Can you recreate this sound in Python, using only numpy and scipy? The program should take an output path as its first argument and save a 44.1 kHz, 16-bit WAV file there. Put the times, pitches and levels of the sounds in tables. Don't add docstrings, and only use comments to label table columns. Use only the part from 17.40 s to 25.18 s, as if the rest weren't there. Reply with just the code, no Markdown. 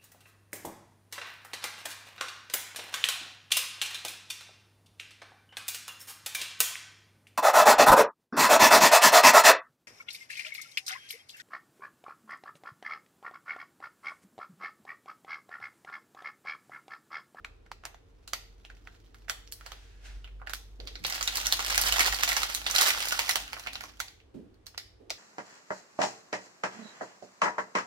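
import sys
import numpy as np
from scipy import signal
from scipy.fft import rfft, irfft
from scipy.io import wavfile
from scipy.ndimage import uniform_filter1d

SR = 44100
rng = np.random.default_rng(int(sys.argv[2]) if len(sys.argv) > 2 else 0)


def materialize(psi):
    bounded = np.clip(np.atleast_2d(psi).T, -1, 1)
    quanta = np.round(bounded * 32767).astype(np.int16)
    wavfile.write(sys.argv[1], SR, quanta)


N = 343088

# [f/Hz, level/dB per Hz]
AIR_SPECTRUM = [(12, -32.5), (20, -22.5), (63, 3), (110, -11), (158, -18.5), (459, -11.5), (527, -17.5),
                (1000, -24), (1480, -27), (4670, -38), (11400, -49.5), (16000, -77)]
# [f/Hz, correlation]
AIR_CORRELATION = [(60, 1), (130, 0.97), (290, 0.31), (640, 0)]
# [peak t/s, level/dB, decay constant on either side t/s]
HUM_SWELLS = [(1.21, -60, 0.22), (2.0, -57.5, 0.14), (2.8, -44, 0.21), (3.5, -51, 0.27), (4.5, -41.5, 0.34),
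              (5.7, -70.5, 0.78)]
# [f/Hz, level/dB, end t/s]
STEADY_TONES = [(101, -68.5, 7.78), (460, -76.5, 3.4)]
# [f/Hz, level/dB per Hz]
RUMBLE_SPECTRUM = [(60, -15.5), (150, -3), (300, 3.5), (600, -38.5)]
# [t/s, peak level/dB, ring f/Hz, treble against ring level/dB]
SNAPS = [(0.047, -24.5, 2300, -26), (0.263, -49, 1530, -27), (0.316, -23, 930, -20.5),
         (0.437, -34, 1010, -34), (0.453, -21, 805, -11.5), (0.545, -36.5, 710, -28),
         (0.877, -28, 4200, -3), (0.934, -11.5, 1260, -6), (1.25, -33, 3300, -21),
         (1.301, -33.5, 1630, -25), (1.473, -32, 1910, -28), (1.745, -39.5, 1630, -13),
         (1.883, -28.5, 1860, -24), (1.897, -13, 1510, -9.5), (2.075, -36, 5230, -16),
         (2.123, -21.5, 4450, 6.5), (2.21, -33, 1290, -21), (2.263, -24.5, 1310, -12.5),
         (2.319, -25.5, 1290, -13.5), (2.844, -34.5, 2966, -26), (2.875, -39.5, 2410, -28),
         (2.999, -46, 1480, -47), (3.017, -31.5, 1606, -78), (3.072, -22.5, 1726, -27),
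         (3.096, -23, 1850, -9), (3.135, -11.5, 1460, -3), (3.401, -26.5, 4180, -30.5),
         (3.473, -23.5, 4310, -18), (3.555, -24.5, 5000, -42), (3.64, -21.5, 2310, -5.5),
         (3.649, -14, 4150, -26.5), (3.666, -16, 1670, 9.5), (3.699, -16, 2090, 2),
         (3.724, -16.5, 5000, -14), (3.81, -15.5, 1306, -15), (3.827, -11, 6860, -11),
         (3.876, -11.5, 3850, -13.5), (3.956, -13.5, 1870, -0.5), (3.971, -13, 4480, -2.5),
         (4.059, -17, 3160, -6), (4.068, -7.5, 5850, -7.5), (4.124, -4.5, 3880, -6),
         (4.193, -13.5, 1300, -15.5), (4.357, -14.5, 2605, -2.5), (4.378, -3.5, 1720, -4.5),
         (4.414, -8, 5200, 7), (4.452, -20, 4000, 13.5), (4.523, -6.5, 3010, -3.5),
         (4.594, -3.5, 1820, -7.5), (4.606, -4, 2076, -8), (4.725, -11.5, 1840, -9),
         (4.834, -2.5, 1763, -9.5), (4.89, -10, 2070, -3), (4.966, -16, 5970, 0), (5.032, -9.5, 1280, -5.5),
         (5.099, -17, 1387, -10), (5.148, -8, 3890, 1), (5.265, -12.5, 3610, -23.5),
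         (5.311, -12.5, 6100, -2.5), (5.361, -6.5, 3960, -6), (5.383, -4, 3110, -8), (5.412, -3.5, 3760, 3),
         (5.473, -10.5, 1340, -1), (5.485, -11, 5300, 5), (5.504, -7.5, 2070, -4), (5.615, -23, 3110, 0),
         (5.655, -13.5, 1550, 3.5), (5.685, -12, 4500, 4.5), (5.724, -10.5, 1300, -10),
         (5.792, -6.5, 870, -6.5), (5.893, -7.5, 2180, -5.5), (5.91, -9.5, 3990, -3), (5.957, -8, 811, -6),
         (6.131, -16.5, 848, -14.5), (6.167, -25, 1370, -44), (6.196, -24.5, 827, -3),
         (6.263, -24, 1237, -30), (6.271, -18.5, 2350, -25), (6.332, -24.5, 4240, -9),
         (6.355, -16.5, 4000, -24), (6.408, -22.5, 1500, -10), (6.438, -23, 1125, -14.5),
         (6.602, -13, 1380, -7.5), (6.682, -31.5, 4610, -16), (6.802, -43, 2670, -25),
         (7.143, -52.5, 4500, -8), (7.267, -27.5, 4290, -5.5), (7.346, -35.5, 1410, -36),
         (7.378, -18.5, 4920, -15), (7.704, -15, 4490, -13)]
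# [f/Hz, level/dB per Hz]
FILM_SPECTRUM = [(120, -51.5), (200, -21), (509, -10.5), (777, -4.5), (950, -10.5), (1420, -5.5),
                 (3430, -8), (6050, -8.5), (8580, -18), (12600, -18.5), (16000, -22.5)]
# [t/s, delay of left microphone/ms, left minus right level/dB]
HAND_PATH = [(0, 0.029, -0.5), (3.2, 0.085, -10), (3.6, 0.28, -4.5), (5.3, 0.24, -6), (7.4, 0.15, -5),
             (7.7, 0.039, 0.5)]
# [t/s, level/dB]
CRUMPLE_LEVEL = [(0.6, -78.5), (1.5, -63.5), (2.9, -80), (3.6, -55), (3.7, -32), (4.03, -33.5), (4.5, -22),
                 (5.1, -29.5), (5.2, -38), (5.4, -19.5), (5.6, -28), (6, -36), (6.1, -45.5), (6.5, -49),
                 (6.9, -94)]
# [f/Hz, 60 dB decay t/s, left-right correlation]
ROOM_DECAY = [(304, 0.47, 0.037), (1000, 0.39, 0.22), (3030, 0.46, -0.19), (13000, 0.32, 0)]
# [t/s of top speed, level/dB, rise t/s, fall t/s]
PUSHES = [(2.3, -56, 0.33, 0.9), (2.658, -50.5, 0.053, 0.26)]
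# [f/Hz, level/dB per Hz]
PAPER_SPECTRUM = [(350, -42), (600, -4), (919, -6), (1110, -8), (1550, 1), (6120, -8), (16000, -30)]
# [t/s, level/dB, centre f/Hz, 60 dB decay t/s]
THUDS = [(3.39, -51, 407, 0.96), (3.601, -50, 150, .5), (6.94, -39.5, 277, 0.51), (7.601, -53.5, 404, 0.77),
         (7.704, -36, 620, 0.08)]
# [f/Hz, level/dB, phase/rad]
LEFT_RESPONSE = [(121, -0.5, -0.33), (261, -2, 0.95), (550, -1.5, -1.3), (925, -1.5, 0.4),
                 (2000, -1.5, 0.24), (3180, 1.5, 0.52), (4470, -0.5, 0.55), (12100, 1, 0.96)]

AIR_DB = -61
HUM_DB, HUM_END_S, WAVER_DB, WAVER_S = -60, 6.88, 3, 0.045
HUM_START_HZ, HUM_HZ, SETTLE_S = 40.6, 49.9, 1.8
RUMBLE_DB = -58.5
NEAR_DB, NEAR_SPREAD_DB, BEFORE_S, AFTER_S = -12, 11.5, .007, .02
CLUMP_DB, CLUMP_S = 2.5, .03
SLIDE_DROP_DB = -33
EDGE_HZ = 16000


def gain_of(db):
    return 10 ** (np.asarray(db) / 20)


def evened(x):
    return x / np.sqrt(np.mean(x ** 2) + 1e-20)


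def read(points, hz, column=1):
    points = np.transpose(points)
    return np.interp(np.log(hz + 1), np.log(points[0] + 1), points[column])


def curve(rows, column=1, t=None):
    rows = np.transpose(rows)
    t = np.arange(N) / SR if t is None else t
    return np.interp(t, rows[0], rows[column], left=rows[column][0])


def noise(colour, same, patchy_db):
    frames, hz = N // 512 + 5, np.fft.rfftfreq(2048, 1 / SR)
    a, b, c, d, patches = rng.standard_normal((frames, 1025, 5)).T
    patches = uniform_filter1d(patches, 15, 0)
    patches = evened(uniform_filter1d(patches, 6, 1))
    same = np.clip(read(same, hz), -1, 1)[:, None]
    left, other = a + 1j * b, c + 1j * d
    z = np.array([left, same * left + np.sqrt(1 - same ** 2) * other])
    z *= gain_of(read(colour, hz)[:, None] + patchy_db * patches)
    return evened(signal.istft(z, nperseg=2048, noverlap=1536)[1][:, :N])


def air():
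    return gain_of(AIR_DB) * noise(AIR_SPECTRUM, AIR_CORRELATION, patchy_db=0.0)


def hum():
    t = np.arange(N) / SR
    hz = HUM_HZ + (HUM_START_HZ - HUM_HZ) * np.exp(-t / SETTLE_S)
    turns = np.cumsum(hz) / SR
    low = np.sin(2 * np.pi * turns) + gain_of(-25.0) * np.sin(4 * np.pi * turns)
    swells = sum(gain_of(db) * np.exp(-abs(t - s) / decay) for s, db, decay in HUM_SWELLS)
    level = gain_of(HUM_DB) + swells
    waver = evened(uniform_filter1d(rng.standard_normal(N), round(WAVER_S * SR)))
    fade = np.clip((HUM_END_S - t) / 0.5, 0, 1)
    low = low * gain_of(WAVER_DB * waver) * level * fade
    thin = sum(gain_of(db) * np.sin(2 * np.pi * hz * t) * np.clip((until - t) / 0.072, 0, 1)
               for hz, db, until in STEADY_TONES)
    return np.sqrt(2) * (low + thin)


def rumble():
    busy_db = curve(CRUMPLE_LEVEL) - max(db for s, db in CRUMPLE_LEVEL)
    shaking = noise(RUMBLE_SPECTRUM, [(100, .9), (400, .4)], patchy_db=2)
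    return gain_of(RUMBLE_DB + .25 * busy_db) * shaking


def pops(rows, rise_ms, burst_ms, broad_db, alike):
    s, peak_db, ring_hz, treble_db = np.transpose(rows)[:, :, None]
    t, hz = np.arange(512) / SR, np.fft.rfftfreq(512, 1 / SR)
    first, second = rng.standard_normal((len(rows), 2, 512)).transpose(1, 0, 2)
    alike = np.clip(alike, 0, 1)
    burst = np.array([first, alike * first + np.sqrt(1 - alike ** 2) * second])
    ms = 1000 * t - 4
    shape = np.where(ms < 0, np.exp(ms / rise_ms), np.exp(-ms / burst_ms))
    drive = rfft(burst * shape)

    no_bass = hz / (hz + 500)
    ring = no_bass / (1 + 1j * 18.0 * (hz - ring_hz) / np.sqrt(ring_hz * 2000))
    wide = no_bass / (1 + 1j * 7.2 * (hz - ring_hz) / ring_hz)
    octaves = np.log2((hz + 1) / ring_hz)
    above = np.clip(octaves / np.log2(9000 / ring_hz), 0, 1)
    tilt_db = (-0.22 + 1.09 * above) * (treble_db + 10)
    below_db = 2.3 * np.minimum(octaves, 0)
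    crack = gain_of(broad_db + read(FILM_SPECTRUM, hz) + tilt_db + below_db)
    table = gain_of(-23.0) / (1 + 1j * (hz - 760) / 90)
    crack = crack * (1 + table)

    pulse = np.linalg.norm(shape) * np.exp(-2j * np.pi * hz * .004)
    to_room = pulse * (0.44 * wide + crack) + 0.63 * drive[1] * (0.4 * wide + crack)
    z = np.array([*(drive * (ring + crack)), to_room])
    delay_s = curve(HAND_PATH, t=s) / 1000
    z[0] *= gain_of(curve(HAND_PATH, column=2, t=s)) * np.exp(-2j * np.pi * hz * delay_s)
    sound = irfft(z)
    sound *= gain_of(peak_db) / abs(sound[:2]).max(axis=(0, 2))[:, None]
    start = np.round((s - .003) * SR).astype(int)
    at = (start + np.arange(512)).clip(0, N - 1).ravel()
    return np.array([np.bincount(at, side.ravel(), N) for side in sound])


def snaps():
    return pops(SNAPS, rise_ms=1.0, burst_ms=0.91, broad_db=-3.5, alike=0.76)


def neighbours(count=3):
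    s, peak_db, ring_hz, treble_db = np.repeat(SNAPS, count, axis=0).T
    when, size, pitch = rng.random((len(s), 3)).T
    near_s = s - BEFORE_S + (BEFORE_S + AFTER_S) * when
    near_db = peak_db + NEAR_DB - NEAR_SPREAD_DB * size
    near_hz = np.minimum(ring_hz * 2.2 ** (pitch - .5), 7000)
    rows = np.transpose([near_s, near_db, near_hz, treble_db])
    return pops(rows, rise_ms=0.7, burst_ms=0.3, broad_db=1.0, alike=0.89)


def crackle(count=3000):
    when, size, pitch, treble = rng.random((count, 4)).T
    s = when * N / SR
    flurries = evened(uniform_filter1d(rng.standard_normal(N), round(CLUMP_S * SR)))
    clumps = flurries[(s * SR).astype(int)]
    size_db = 3.25 * np.minimum(-np.log(size + 1e-9), 4.5)
    peak_db = curve(CRUMPLE_LEVEL, t=s) + CLUMP_DB * clumps + size_db
    rows = np.transpose([s, peak_db, 800 * 7.0 ** pitch, -16 + 12 * treble])
    return pops(rows, rise_ms=0.6, burst_ms=0.93, broad_db=1.0, alike=0.74)


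def room(x):
    t, out = np.arange(N) / SR, 0
    for k in range(3):
        taps = np.zeros((2, SR // 2))
        slots = np.arange(130, SR // 2 - 20, 10)
        at = slots + rng.integers(0, 10, (2, len(slots)))
        np.put_along_axis(taps, at, rng.choice([-1., 1.], at.shape), 1)
        hz, lag, z = signal.stft(taps, SR, nperseg=128)
        same = np.clip(read(ROOM_DECAY, hz, column=2), -1, 1)[:, None]
        z[0] = same * z[1] + np.sqrt(1 - same ** 2) * z[0]
        early = 1 + 3.0 * np.exp(-lag / 0.011)
        decay = gain_of(-60 * lag / read(ROOM_DECAY, hz)[:, None])
        tail = signal.istft(z * early * decay, SR, nperseg=128)[1]
        tail = tail / np.linalg.norm(tail[0])
        turn = np.sqrt(2 / 3) * np.cos(2 * np.pi * (3 * t + k / 3))
        out = out + signal.fftconvolve((x * turn)[None], tail, axes=1)[:, :N]
    return out


def booklet():
    speed = 0
    for s, db, rise, fall in PUSHES:
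        start, end = s - rise, s + fall
        push_db = db + curve([(start, SLIDE_DROP_DB), (s, 0), (end, SLIDE_DROP_DB)])
        gate = curve([(start - .02, 0), (start, 1), (end, 1), (end + 0.08, 0)])
        speed = speed + gain_of(push_db) * gate
    return speed * noise(PAPER_SPECTRUM, [(100, .3), (9000, .1)], patchy_db=1)


def thuds():
    out, t = np.zeros((2, N + SR)), np.arange(SR // 2) / SR
    for s, db, hz, t60 in THUDS:
        shake = rng.standard_normal((2, len(t)))
        shake[1] = 0.5 * shake[0] + 1.23 * shake[1]
        band = signal.butter(2, [hz / 1.55, hz * 1.29], "bandpass", fs=SR, output="sos")
        dull = signal.butter(1, [hz, hz * 6.7], "bandpass", fs=SR, output="sos")
        body = evened(signal.sosfilt(band, shake)) + 0.068 * evened(signal.sosfilt(dull, shake))
        envelope = gain_of(db - 60 * t / t60) * np.minimum(t / .004, 1)
        out[:, round(s * SR):][:, :len(t)] += body * envelope
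    return out[:, :N]


def scene():
    bag = snaps() + neighbours() + crackle()
    reverberant = gain_of(-6.0) * room(bag[2])
    return air() + hum() + rumble() + bag[:2] + reverberant + booklet() + thuds()


def record(dry):
    hz = np.fft.rfftfreq(N, 1 / SR)
    response = gain_of(read(LEFT_RESPONSE, hz)) * np.exp(1j * read(LEFT_RESPONSE, hz, column=2))
    left = irfft(rfft(dry[0]) * response, N)
    edge = signal.firwin(511, EDGE_HZ, window=("kaiser", 9), fs=SR)
    return signal.oaconvolve(np.array([left, dry[1]]), edge[None], "same")


dry = scene()
out = record(dry)
materialize(out)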